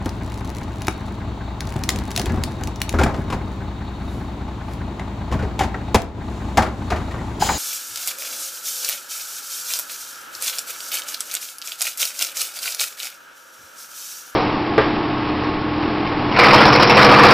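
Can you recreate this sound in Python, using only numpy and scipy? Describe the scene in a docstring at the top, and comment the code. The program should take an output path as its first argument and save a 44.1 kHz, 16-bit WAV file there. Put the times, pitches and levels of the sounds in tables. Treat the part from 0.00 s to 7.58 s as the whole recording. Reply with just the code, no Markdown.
"""A six-cylinder diesel idles in a street while a plastic cart is wheeled over grit to a garbage truck's tail.
The engine is shaped noise fired per cylinder plus tones; the grit is scattered noise grains and single snaps.
The cart bumps the truck and its lid slaps its back; then the steel lifter clanks: ringing modes over noise bursts.
Oil hisses, the load knocks hollowly twice, and a valve lets out air: shaped noise with whistles and squeals.
The street adds a decaying noise echo, and a limiter holds the level down after the loudest peaks."""
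import sys
import numpy as np
from scipy import signal
from scipy.fft import rfft, irfft, next_fast_len
from scipy.io import wavfile
from scipy.ndimage import uniform_filter1d, minimum_filter1d, map_coordinates

SR = 44100
rng = np.random.default_rng(int(sys.argv[2]) if len(sys.argv) > 2 else 0)


def digitize_waveform(pressure):
    """Quantize a signal to 16-bit integers and store it at the path in sys.argv[1].

    Rows of a 2-D input are taken as channels; values are limited to [-1, 1].
    """
    field = np.atleast_2d(pressure).T
    bounded = np.clip(field, -1, 1)
    quanta = np.round(bounded * 32767).astype(np.int16)
    wavfile.write(sys.argv[1], SR, quanta)


N = 334278
TIME = np.arange(N) / SR
AGE = TIME[:SR // 2]  # seconds since a contact

# All noise spectra below are relative: (frequency [Hz], level [dB per Hz])

# Unequal knock of the six cylinders, in firing order: (level [dB])
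CYLINDER_LEVELS = [3, -1, 4, 0, -5, 0]
# Engine and pump tones, mean level before a slow waver: (multiple of cycle rate [1], level [dB])
ENGINE_TONES = [(6, -47.5), (12, -36.5), (13, -42.5), (14, -42.5), (18, -39.5), (22.6, -38), (31, -46),
                (39.85, -42), (56, -49), (60, -51.5), (79.7, -51.5), (127, -54.5), (171, -56.5),
                (213.4, -55)]
# Engine loudness before the trims in engine(): (time [s], exhaust [dB], clatter [dB], pump [dB])
IDLE_LEVELS = [(0, -32.5, -37, -58.5), (2.2, -33.5, -36.5, -56.5), (3.6, -33.5, -37.5, -59.5),
               (6.2, -29.5, -36, -57.5), (7.58, -30.5, -34.5, -57)]
# Spectrum of the exhaust throb: (frequency [Hz], level [dB per Hz])
EXHAUST_SPECTRUM = [(20, -45), (32, -11), (47, -14), (60, 0.5), (105, 0.5), (140, -2.5), (290, -2.5),
                    (370, -11), (480, -17.5), (800, -23), (2000, -80)]
# Spectrum of the diesel knock: (frequency [Hz], level [dB per Hz])
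CLATTER_SPECTRUM = [(250, -26), (500, -15), (650, -1), (740, -7), (860, 3), (1000, -3), (1250, -9),
                    (1700, -26), (2030, -18), (2500, -21), (5000, -35), (16000, -52)]
# Spectrum of the cooling fan: (frequency [Hz], level [dB per Hz])
FAN_SPECTRUM = [(200, -7), (500, -6.5), (850, 1), (1200, -4), (1700, -11), (3000, -15), (4200, -17.5),
                (5200, -26.5), (7000, -25), (11000, -38), (16000, -37)]
# Spectrum of a loose panel: (frequency [Hz], level [dB per Hz])
RATTLE_SPECTRUM = [(1100, -7), (1500, 17), (2030, 10), (2400, 5), (3200, -35), (8000, -70)]
# Spectrum of the hydraulic pump: (frequency [Hz], level [dB per Hz])
PUMP_SPECTRUM = [(2900, -30), (3450, -3), (3780, 10), (4050, -3), (4250, -2), (4370, 7), (4550, -8),
                 (5000, -27), (9000, -72)]
CYCLE_HZ = 5
KNOCK_DB, FAN_DB, CLATTER_TRIM_DB = -1, 1.2, -4.5  # knock and fan re the trimmed clatter level
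KNOCK_JITTER_S = 0.002
PUMP_PULSE_DB, PUMP_WAVER_DB, TONE_WAVER_DB, THROB_WAVER_DB = 6.1, 2.6, 1.5, 1.2

# The cart is pushed along: (start [s], end [s], drumming [dB], grit [dB])
PUSHES = [(0, 0.837, -41.5, -51.5), (1.613, 1.997, -32, -50.5), (2.134, 2.478, -31, -52),
          (2.9, 3.4, -29, -61)]
# Loudest grit snaps under wheels and boots, before a 3 dB cut: (time [s], level [dB], stone pitch [Hz])
SNAPS = [(.0586, -21.5, 5000), (0.092, -23.5, 5000), (0.262, -33, 7000), (.2992, -37, 7000),
         (0.3418, -29, 7000), (0.475, -31, 7000), (.6365, -33, 7000), (0.8192, -22, 7000),
         (0.848, -33, 7000), (0.8696, -17.5, 5500), (1.6062, -16, 5000), (1.763, -27, 6000),
         (1.8153, -40, 5040), (1.8365, -13.5, 5530), (1.8909, -3, 5050), (1.903, -14, 5200),
         (1.9602, -21.5, 5400), (1.9875, -21.5, 2980), (2.106, -21, 4930), (2.115, -19.5, 4500),
         (2.1624, -10.5, 4000), (2.176, -8.5, 3500), (2.196, -12.5, 4500), (2.2153, -16.5, 5500),
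         (2.2582, -16.5, 4500), (2.437, -11, 4500), (2.636, -19.5, 6960), (2.673, -21, 6040),
         (2.7593, -26, 6000), (2.803, -30, 7000), (2.8168, -9, 3930), (2.893, -13.5, 4500),
         (2.9266, -25, 7000), (4.735, -32.5, 4800), (6.019, -16, 2500)]
# Spectrum of crushed grit: (frequency [Hz], level [dB per Hz])
GRIT_SPECTRUM = [(600, -16), (2000, 6.5), (3500, 4.5), (5000, 5.5), (7200, 3), (11000, -1), (16000, -8)]
PUSH_RISE_S, PUSH_FALL_S = 0.04, 0.45
GRAINS_PER_S, GRAIN_SPREAD_DB, GRAIN_T60_S = 26, 5.5, 0.007  # the rate is for each timbre of stone
DRUM_WAVER_DB, GRIT_PATCHY_DB = 3.0, 4.5
SNAP_T60_S, STONE_DB, STONE_T60_S = 0.013, -13, 0.04  # dry click; stone's ring re the click

# Knocks on the cart's body, rim and lid; parts of a blow stretch or shorten the t60:
# (time [s], shell [dB], thud re shell [dB], crack re shell [dB], struck-spot pitch [Hz], t60 [s])
CART_KNOCKS = [(.06, -21.5, 5, -19, 282, 0.054), (0.8823, -11, 1, -1, 1410, 0.014),
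               (1.757, -26.5, 9, -12, 255, 0.069), (1.8905, -22.5, -18, -6, 2080, 0.044),
               (2.177, -28, 3, -5, 693, 0.083), (2.197, -27, 3, -8, 720, 0.059),
               (2.264, -29, 7, -4, 870, 0.089), (2.294, -27.5, 3, -9, 1700, 0.094),
               (2.34, -30.5, 11.5, -27, 756, 0.14), (2.372, -31, 7.5, -13, 760, 0.14),
               (2.608, -33, 6, -33, 230, .12), (2.938, -20, 6.5, -20, 592, 0.13),
               (2.944, -25, -8, -18, 1290, 0.043), (2.986, -19, 1, -7, 1410, 0.085),
               (2.993, -14.5, 1, -12, 692, 0.1), (3.012, -16, -5, -11, 807, .11),
               (3.034, -19.5, 12, 2.5, 1530, 0.057), (3.061, -15.5, 3, -25, 703, 0.078),
               (3.088, -24.5, -10, -22, 810, 0.14), (3.141, -26.5, -16, -9, 699, 0.11),
               (3.301, -26.5, 4, -3, 1014, 0.085), (3.324, -22, 3.5, -7, 1000, 0.12),
               (4.995, -29, -30, -4, 2000, 0.048), (5.314, -27, 8, -10, 500, .12),
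               (5.323, -26, 4, -5, 1100, .12), (5.339, -25, 10, -16, 660, 0.11),
               (5.39, -28.5, 5, -11, 1470, 0.13), (5.424, -24.5, 2, -13, 405, 0.11),
               (5.444, -31, 7, -18, 404, 0.13), (5.591, -22, -7, 1, 826, 0.1),
               (5.606, -17.5, -7, -8.5, 789, .15), (5.616, -28, -6, -11, 1750, .07),
               (5.634, -29.5, 9.5, 1, 780, 0.12), (5.742, -26, -14, -25, 1355, .058),
               (5.744, -24, -22, -28, 1880, 0.046), (5.9448, -6.5, -7, -2.5, 983, 0.069),
               (5.9496, 0, -5, -9, 467, 0.032), (5.955, -5.5, -1.5, -1, 790, .045),
               (5.965, -17.5, -6, -10, 677, 0.24)]
# Modes of the plastic cart, before scatter and contact damping: (frequency [Hz], relative level [dB], t60 [s])
PLASTIC_MODES = [(218, 0, 0.34), (294.4, -0.5, 0.75), (376, 4.5, 0.2), (535, -1.5, 0.22), (673, -5, 0.31),
                 (767.4, 1.5, 0.32), (858, 0.5, 0.15), (921, -6, .3), (1030, -7, .19), (1242, -4.5, 0.088),
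                 (1572, -7.5, 0.4), (1702, -14, 0.16), (2078, -6, 0.099), (2380, -15.5, 0.084)]
# Spectrum of a hollow body's low thud: (frequency [Hz], level [dB per Hz])
THUD_SPECTRUM = [(25, -32), (55, 2.5), (80, -2), (125, -3.5), (220, -7), (370, -11), (520, -24.5),
                 (1500, -57)]
# Spectrum of a wall's dense wash: (frequency [Hz], level [dB per Hz])
SHELL_SPECTRUM = [(120, -7), (220, -8.5), (520, 1), (800, 0), (1200, -3.5), (2000, -10.5), (3000, -24.5),
                  (6000, -29), (16000, -53)]
# Spectrum of the crack at contact, before the force tilt: (frequency [Hz], level [dB per Hz])
CRACK_SPECTRUM = [(900, -13), (2200, 12), (5000, 2.5), (7500, 0.5), (11000, -6), (16000, -14)]
ATTACK_SHARE = 0.014  # contacts that ring long also rise slowly: share of the t60
MODES_DB, MODE_SCATTER_DB = -3, 2
SPOT_RING_DB, SPOT_NOISE_DB = -1, -4
CART_WASH_DB, ARM_WASH_DB = -2, -2
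WASH_TAIL_DB, WASH_TAIL_TIMES = -11, 3  # a dense tail that lasts this many times the contact's t60
BOOM_HZ, BOOM_DB, BOOM_PEAK_SHARE = 76.4, -3, 0.18  # air inside swells late, at this share of the t60

# Decay of the street's echo: (frequency [Hz], t60 [s])
STREET_DECAY = [(100, 0.78), (800, 0.33), (4000, 0.27), (14000, 0.14)]
# Width of the echo: (frequency [Hz], side over middle [ratio])
ECHO_WIDTH = [(100, .25), (800, .5), (3000, .9), (12000, .9)]
STREET_DB = -13.5

# Faint thin hisses that swell and fade: (time [s], level [dB], width [s])
SEEPS = [(4.14, -51, .11), (4.72, -51, .05)]
# Spectrum of the open valve's hiss: (frequency [Hz], level [dB per Hz])
AIR_SPECTRUM = [(800, -2.5), (2000, -11), (4000, -11), (5600, -10.5), (7100, -6.5), (8300, -12),
                (11000, -17.5), (16000, -18)]
# Resonances of the valve's nozzle: (frequency [Hz], width [Hz], relative level [dB])
NOZZLE = [(2920, 77, -6), (3130, 68, -3), (3750, 65, -5), (4070, 130, -2), (4750, 140, -5), (5060, 70, -1),
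          (6150, 120, -5), (6900, 170, 1), (7200, 80, -6), (8000, 48, 0)]
# Squeals of the valve, relative to each other: (frequency [Hz], level [dB])
SQUEALS = [(3078, -4), (3341, -2), (3780, -3), (4122, -1), (4648, 0), (5077, 1), (5123, -2), (6546, 2),
           (6851, -3), (7016, -3)]
VALVE_OPENS_S, VALVE_RISE_S, VALVE_SETTLES_S = 7.393, 0.028, 0.12
VALVE_DB, VALVE_SURGE_DB = -29.5, 6  # settled flow, and the surge above it on opening
WHISTLE_DB, SQUEAL_DB = -4, -18.5  # both re the flow
SQUEAL_WAVER_DB, SQUEAL_DRIFT_HZ = 3, 11

# The lifter takes up its slack and clanks: (time [s], level [dB], slack [s], struck-spot pitch [Hz])
CLANKS = [(6.58, -6, 0.0084, 788), (6.919, -16.5, 0.017, 725), (7.14, -28.5, .03, 1127)]
# Modes of the steel lifter, before scatter and contact damping: (frequency [Hz], relative level [dB], t60 [s])
STEEL_MODES = [(230.3, 2, .55), (379.5, -0.5, 1), (530, -9, 0.27), (617, -1, 0.2), (805, 0.5, 0.23),
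               (893, 1, 0.22), (1003, -3, .26), (1217, 2, .19), (1280, -3, 0.23), (1410, -3, .32),
               (1570, -1, .18), (1790, -3, 0.18), (1975, -2, 0.14), (2740, -13, 0.13)]
# Spectrum of oil hissing through the lifter's valve: (frequency [Hz], level [dB per Hz])
OIL_SPECTRUM = [(1500, -13), (4000, -4), (7000, 5), (12000, -7), (16000, -17)]
LIFT_STARTS_S, LIFT_RISE_S, OIL_DB = 6.17, 0.14, -56
ARM_T60_S, ARM_THUD_DB = 0.13, -5
TICK_DB, TICK_CRACK_DB, CLANK_CRACK_DB = -8, -2, -20  # first touch re the clank; crack re ring of each
BOUNCE_S, BOUNCE_LOSS_DB, BOUNCE_CRACK_DB = 0.041, 11, -6  # the arm chatters after a clank
LIGHT_PITCH = 1.67  # light touches ring this many times higher than the full clank

# Pitches that make up two hollow knocks as the load shifts in the upturned cart:
# (time [s], level [dB], hollow pitch [Hz], t60 [s])
TUMBLE_PITCHES = [(7.421, -22.5, 1610, .04), (7.422, -10, 842, 0.048), (7.488, -14, 2055, 0.048),
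                  (7.490, -16.5, 1390, 0.046), (7.4918, -11.5, 887, 0.084)]
TUMBLE_RING_DB = -3.5  # the clean ring re its noisy part

# Level difference between the microphone ports: (frequency [Hz], left minus right [dB])
PORT_LEVEL = [(60, 2), (300, 1.4), (1000, 1.7), (2400, 2.5), (5500, 3.3), (10000, 0), (15000, -.5)]
# Phase difference between the microphone ports: (frequency [Hz], left lead [rad])
PORT_PHASE = [(20, 0), (1500, 0), (3100, .55), (5600, -.3), (6300, .1), (7200, 0), (8950, -3.1),
              (11000, -6.2), (13250, -9.4), (15500, -12.7)]
CLIP_TOP, TOP_HZ = 0.97, 16000  # full scale is 1


def amp(db):
    """Decibels to gain."""
    return 10 ** (np.asarray(db) / 20)


def unit(x):
    """Scale to rms 1."""
    return x / np.sqrt(np.mean(x ** 2) + 1e-20)


def along(points, hz):
    """(Hz, value) points read on a log frequency axis."""
    f, v = np.transpose(points)
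    return np.interp(np.log(hz + 1), np.log(f + 1), v)


def curves(rows):
    """One value per sample for each column after the time."""
    s, *columns = np.transpose(rows)
    return [np.interp(TIME, s, column) for column in columns]


def wobble(rate):
    """A smooth random curve, rate knots a second."""
    knots = rng.standard_normal(int(N * rate / SR) + 4)
    return map_coordinates(knots, [TIME * rate])


def filtered(x, response):
    """x times a response of frequency, padded so that its end does not wrap round."""
    n = x.shape[-1]
    m = next_fast_len(n + SR // 10)
    hz = np.fft.rfftfreq(m, 1 / SR)
    return irfft(rfft(x, m) * response(hz), m)[..., :n]


def coloured(x, spectrum):
    """x with a (Hz, dB) spectrum, at rms 1."""
    return unit(filtered(x, lambda hz: amp(along(spectrum, hz))))


def hiss(spectrum):
    """Steady coloured noise, as long as the scene."""
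    return coloured(rng.standard_normal(N), spectrum)


def fade(t60):
    """A decay that loses 60 dB in t60."""
    return np.exp(-np.log(1000) * AGE / max(t60, 1e-3))


def onset(attack):
    """An exponential rise with this time constant in seconds."""
    return 1 - np.exp(-AGE / attack)


def sine(hz):
    """A pure tone at rms 1 over one contact."""
    return np.sqrt(2) * np.sin(2 * np.pi * hz * AGE)


def burst(spectrum, t60, attack):
    """Dense modes struck together: coloured noise that rises and dies."""
    return coloured(rng.standard_normal(len(AGE)), spectrum) * fade(t60) * onset(attack)


def add(track, s, sound):
    """Mix a sound into a track at time s."""
    part = track[max(round(s * SR), 0):][:len(sound)]
    part += sound[:len(part)]


def gate(start, end, rise, fall):
    """Attack, hold and release."""
    return np.clip((TIME - start) / rise, 0, 1) * np.clip(1 - (TIME - end) / fall, 0, 1)


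def once_a_cycle(at, width):
    """A smooth swell of the given width in seconds at one moment of every engine cycle."""
    offset = ((TIME - at) * CYCLE_HZ + 0.5) % 1 - 0.5
    return np.exp(-0.5 * (offset / CYCLE_HZ / width) ** 2)


def firings(first, t60, fresh, scatter_db, pattern, jitter=0):
    """Each cylinder repeats its own noise burst once a cycle, with a part that is new every time."""
    count = len(CYLINDER_LEVELS)
    track, size = np.zeros(N), SR // 10
    own = rng.standard_normal((count, size))
    shape = (fade(t60) * onset(0.006))[:size]
    for k in range(int(N / SR * CYCLE_HZ * count)):
        sound = (own[k % count] + fresh * rng.standard_normal(size)) * shape
        level_db = pattern * CYLINDER_LEVELS[k % count] + scatter_db * rng.normal()
        at = first + k / (CYCLE_HZ * count) + jitter * rng.normal()
        add(track, at, sound * amp(level_db))
    return track


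def engine():
    """Exhaust throb, diesel knock, steady tones and fan; a loose panel and the pump pulse with each cycle."""
    exhaust_db, clatter_db, pump_db = curves(IDLE_LEVELS)
    throb = firings(first=0.002785, t60=0.23, fresh=0.35, scatter_db=1.5, pattern=0.016)
    exhaust = amp(exhaust_db + THROB_WAVER_DB * wobble(20)) * coloured(throb, EXHAUST_SPECTRUM)

    strokes = firings(first=0.01, t60=0.07, fresh=0.35, scatter_db=1, pattern=1, jitter=KNOCK_JITTER_S)
    knock = coloured(strokes, CLATTER_SPECTRUM)
    # half the fan's noise power is shared by both sides, half is separate
    fan = coloured(rng.standard_normal(N) + rng.standard_normal((2, N)), FAN_SPECTRUM)
    clatter = amp(clatter_db + CLATTER_TRIM_DB) * (amp(KNOCK_DB) * knock + amp(FAN_DB) * fan)

    shakes = amp(-43) * once_a_cycle(at=0.018, width=0.011) + amp(-48) * once_a_cycle(at=0.115, width=0.009)
    rattle = shakes * hiss(RATTLE_SPECTRUM)
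    pulse_db = PUMP_PULSE_DB * once_a_cycle(at=0.084, width=0.0098)
    pump = amp(pump_db + pulse_db + PUMP_WAVER_DB * wobble(4.4)) * hiss(PUMP_SPECTRUM)

    turns = CYCLE_HZ * (TIME + 0.00022 * wobble(1.94))  # the idle speed wanders a little
    tones = np.zeros(N)
    for multiple, db in ENGINE_TONES:
        tone = np.sqrt(2) * np.sin(2 * np.pi * (multiple * turns + rng.random()))
        tones += amp(db + TONE_WAVER_DB * wobble(5.4)) * tone
    return tones + pump + rattle + exhaust + clatter


def snap(stone_hz):
    """A stone cracks under a load: a dry click and a short ring at its own pitch."""
    pitch = [(stone_hz / 2, -18), (stone_hz * 0.8, -10), (stone_hz, 0),
             (stone_hz * 1.25, -10), (stone_hz * 2, -16)]
    click = burst(GRIT_SPECTRUM, SNAP_T60_S, attack=0.0001)
    return click + amp(STONE_DB) * burst(pitch, STONE_T60_S, attack=0.0003)


def wheels(timbres=5):
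    """Pushed wheels drum the hollow body and crush grit: loud snaps among small stones of several timbres."""
    drumming, crushing = np.zeros(N), np.zeros(N)
    for start, end, drum_db, grit_db in PUSHES:
        push = gate(start, end, PUSH_RISE_S, PUSH_FALL_S)
        drumming += amp(drum_db) * push
        crushing += amp(grit_db) * push
    drum = hiss(THUD_SPECTRUM) + amp(-13) * hiss(SHELL_SPECTRUM)

    happens = rng.random((timbres, N)) < GRAINS_PER_S / SR
    spread = np.minimum(rng.standard_normal((timbres, N)), 2)  # no grain is extremely loud
    grains = happens * amp(GRAIN_SPREAD_DB * spread)
    stones = rng.standard_normal((timbres, len(AGE))) * fade(GRAIN_T60_S)
    patter = signal.fftconvolve(grains, stones, axes=1).sum(axis=0)[:N]
    crunch = coloured(patter * amp(GRIT_PATCHY_DB * wobble(9.36)), GRIT_SPECTRUM)

    track = drumming * amp(DRUM_WAVER_DB * wobble(30.1)) * drum + crushing * crunch
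    for s, db, stone_hz in SNAPS:
        add(track, s, amp(db - 3) * snap(stone_hz))
    return track


def ringing_modes(modes):
    """The wall's own resonances, each with its own decay, in slightly new tuning and balance every time."""
    strengths = amp(np.array(modes)[:, 1] + rng.normal(0, MODE_SCATTER_DB, len(modes)))
    strengths /= np.linalg.norm(strengths)
    ring = np.zeros(len(AGE))
    for strength, (hz, _, life) in zip(strengths, modes):
        tuned_hz = hz * rng.normal(1, 0.0058)
        ring += strength * np.sin(2 * np.pi * (tuned_hz * AGE + rng.random())) * fade(life)
    return ring


def blow(modes, db, thud_db, crack_db, spot_hz, t60, wash_db):
    """One contact: wall modes and struck spot ring over a dense wash, with a crack and a late hollow boom."""
    attack = max(ATTACK_SHARE * t60, 1e-4)
    ring = ringing_modes(modes) * fade(4.7 * t60) * onset(attack)
    pitch = [(spot_hz / 2, -35), (spot_hz * 0.8, -11), (spot_hz, 0),
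             (spot_hz * 1.25, -11), (spot_hz * 2, -35), (spot_hz * 6, -80)]
    spot_noise = burst(pitch, t60, attack)
    spot_ring = sine(spot_hz) * fade(0.64 * t60) * onset(attack)
    wash = amp(wash_db) * burst(SHELL_SPECTRUM, t60, attack)
    wash += amp(WASH_TAIL_DB) * burst(SHELL_SPECTRUM, WASH_TAIL_TIMES * t60, 3 * attack)
    body = amp(MODES_DB) * ring + amp(SPOT_NOISE_DB) * spot_noise + amp(SPOT_RING_DB) * spot_ring + wash

    swell = AGE / (BOOM_PEAK_SHARE * t60)
    boom = np.sin(2 * np.pi * (BOOM_HZ * AGE + rng.random())) * (swell * np.exp(1 - swell)) ** 2
    thud = amp(BOOM_DB) * boom + amp(0.5) * burst(THUD_SPECTRUM, 1.35 * t60, attack=0.0032)

    # dB per octave: a harder blow is a shorter contact, so brighter
    tilt_db = np.clip(0.13 * (db + crack_db + 19.0), -3, 3)
    low_hz = CRACK_SPECTRUM[0][0]
    bright = [(hz, level + tilt_db * np.log2(hz / low_hz)) for hz, level in CRACK_SPECTRUM]
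    crack = burst(bright, 0.83 * t60, attack / 2)
    return amp(db) * (body + amp(thud_db) * thud + amp(crack_db) * crack)


def cart():
    """The plastic cart jolts over the road, bumps the truck, and its lid is flung back: blows on its modes."""
    track = np.zeros(N)
    for s, db, thud_db, crack_db, spot_hz, t60 in CART_KNOCKS:
        add(track, s, blow(PLASTIC_MODES, db, thud_db, crack_db, spot_hz, t60, CART_WASH_DB))
    return track


def street(x):
    """Hopper, bank and houses answer with a decaying noise tail, wider in the treble."""
    hz, t, noise = signal.stft(rng.standard_normal((2, SR // 2)), SR, nperseg=256)
    decay = np.exp(-np.log(1000) * t / along(STREET_DECAY, hz)[:, None])
    mid, side = signal.istft(noise * decay, SR, nperseg=256)[1]
    side = filtered(side, lambda f: along(ECHO_WIDTH, f))
    tail = np.array([mid + side, mid - side]) / np.linalg.norm(mid)
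    delayed = np.pad(tail, ((0, 0), (SR // 150, 0)))  # the answer starts 1/150 s late
    return signal.fftconvolve(x[None], delayed, axes=1)[:, :N]


def squeal(hz):
    """A narrow tone that wavers in pitch and strength."""
    turns = np.cumsum(hz + SQUEAL_DRIFT_HZ * wobble(60)) / SR
    return np.sqrt(2) * np.sin(2 * np.pi * turns) * amp(SQUEAL_WAVER_DB * wobble(35))


def nozzle(f):
    """Response of the nozzle: a sum of narrow resonances."""
    return sum(amp(db) * 1j * f * width / (centre ** 2 - f ** 2 + 1j * f * width)
               for centre, width, db in NOZZLE)


def air():
    """Compressed air seeps faintly, then surges through a valve that whistles and squeals at many pitches."""
    swells = sum(amp(db) * np.exp(-np.abs(TIME - s) / width) for s, db, width in SEEPS)
    seep = swells * hiss([(4000, -2), (7000, -4), (12000, -5), (16000, -14)])

    whistle = amp(WHISTLE_DB) * unit(filtered(rng.standard_normal(N), nozzle))
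    squeals = sum(amp(SQUEAL_DB + db) * squeal(hz) for hz, db in SQUEALS)
    rush = amp(-0.5 + 1.5 * wobble(70)) * hiss(AIR_SPECTRUM)

    open_s = np.maximum(TIME - VALVE_OPENS_S, 0)
    surge_db = VALVE_SURGE_DB * np.exp(-open_s / VALVE_SETTLES_S)
    flow = np.minimum(open_s / VALVE_RISE_S, 1) * amp(VALVE_DB + surge_db)
    return seep + flow * (rush + whistle + squeals)


def lifter(bounces=2):
    """Driven by hissing oil, the steel arm ticks as it takes up slack, clanks, and bounces ever more weakly."""
    track = amp(OIL_DB) * np.clip((TIME - LIFT_STARTS_S) / LIFT_RISE_S, 0, 1) * hiss(OIL_SPECTRUM)
    for s, db, slack_s, spot_hz in CLANKS:
        light_hz = LIGHT_PITCH * spot_hz
        contacts = [(s - slack_s, db + TICK_DB, TICK_CRACK_DB, light_hz), (s, db, CLANK_CRACK_DB, spot_hz)]
        for k in range(1, bounces + 1):
            contacts.append((s + k * BOUNCE_S, db - k * BOUNCE_LOSS_DB, BOUNCE_CRACK_DB, light_hz))
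        for at, contact_db, crack_db, hz in contacts:
            add(track, at, blow(STEEL_MODES, contact_db, ARM_THUD_DB, crack_db, hz, ARM_T60_S, ARM_WASH_DB))
    return track


def tumbles():
    """Two short hollow knocks of the load, each a sum of noise bands and sines at several pitches."""
    track = np.zeros(N)
    for s, db, hz, t60 in TUMBLE_PITCHES:
        band = [(hz / 8, -24), (hz / 2, -20), (hz * 0.8, -9), (hz, 0),
                (hz * 1.25, -10), (hz * 2, -26), (hz * 6, -60)]
        noisy = burst(band, t60, attack=0.002)
        ring = sine(hz) * fade(t60) * onset(0.0022)
        add(track, s, amp(db) * (noisy + amp(TUMBLE_RING_DB) * ring))
    return track


def scene():
    """All sources reach two microphone ports that differ in level and, in the treble, in phase."""
    work = wheels() + cart() + air() + lifter() + tumbles()
    sides = np.array([[1], [-1]]) / 2  # each port takes half the difference

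    def ports(hz):
        return amp(sides * along(PORT_LEVEL, hz)) * np.exp(1j * sides * along(PORT_PHASE, hz))

    return filtered(engine() + work + amp(STREET_DB) * street(work), ports)


def limited(x, ceiling, hold, release):
    """The gain drops quickly for a peak, holds, then recovers; hold and release are in seconds."""
    need = np.minimum(1, ceiling / (np.abs(x).max(axis=0) + 1e-9))
    width = 2 * int(hold * SR / 2) + 1
    held = minimum_filter1d(need, width, origin=width // 2)
    pole = np.exp(-1 / (release * SR))
    recovering = 1 - signal.lfilter([1 - pole], [1, -pole], 1 - held)
    gain = np.minimum(held, recovering)
    smooth = uniform_filter1d(minimum_filter1d(gain, SR // 500), SR // 500)  # 2 ms, so no step clicks
    return x * smooth


def record(dry):
    """A limiter, the rounding of the peaks that pass it, and a band limit."""
    loud = limited(dry, ceiling=1.12, hold=0.18, release=0.07)
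    rounded = loud / (1 + (loud / CLIP_TOP) ** 6) ** (1 / 6)
    return filtered(rounded, lambda hz: hz < TOP_HZ)


dry = scene()
out = record(dry)
digitize_waveform(out)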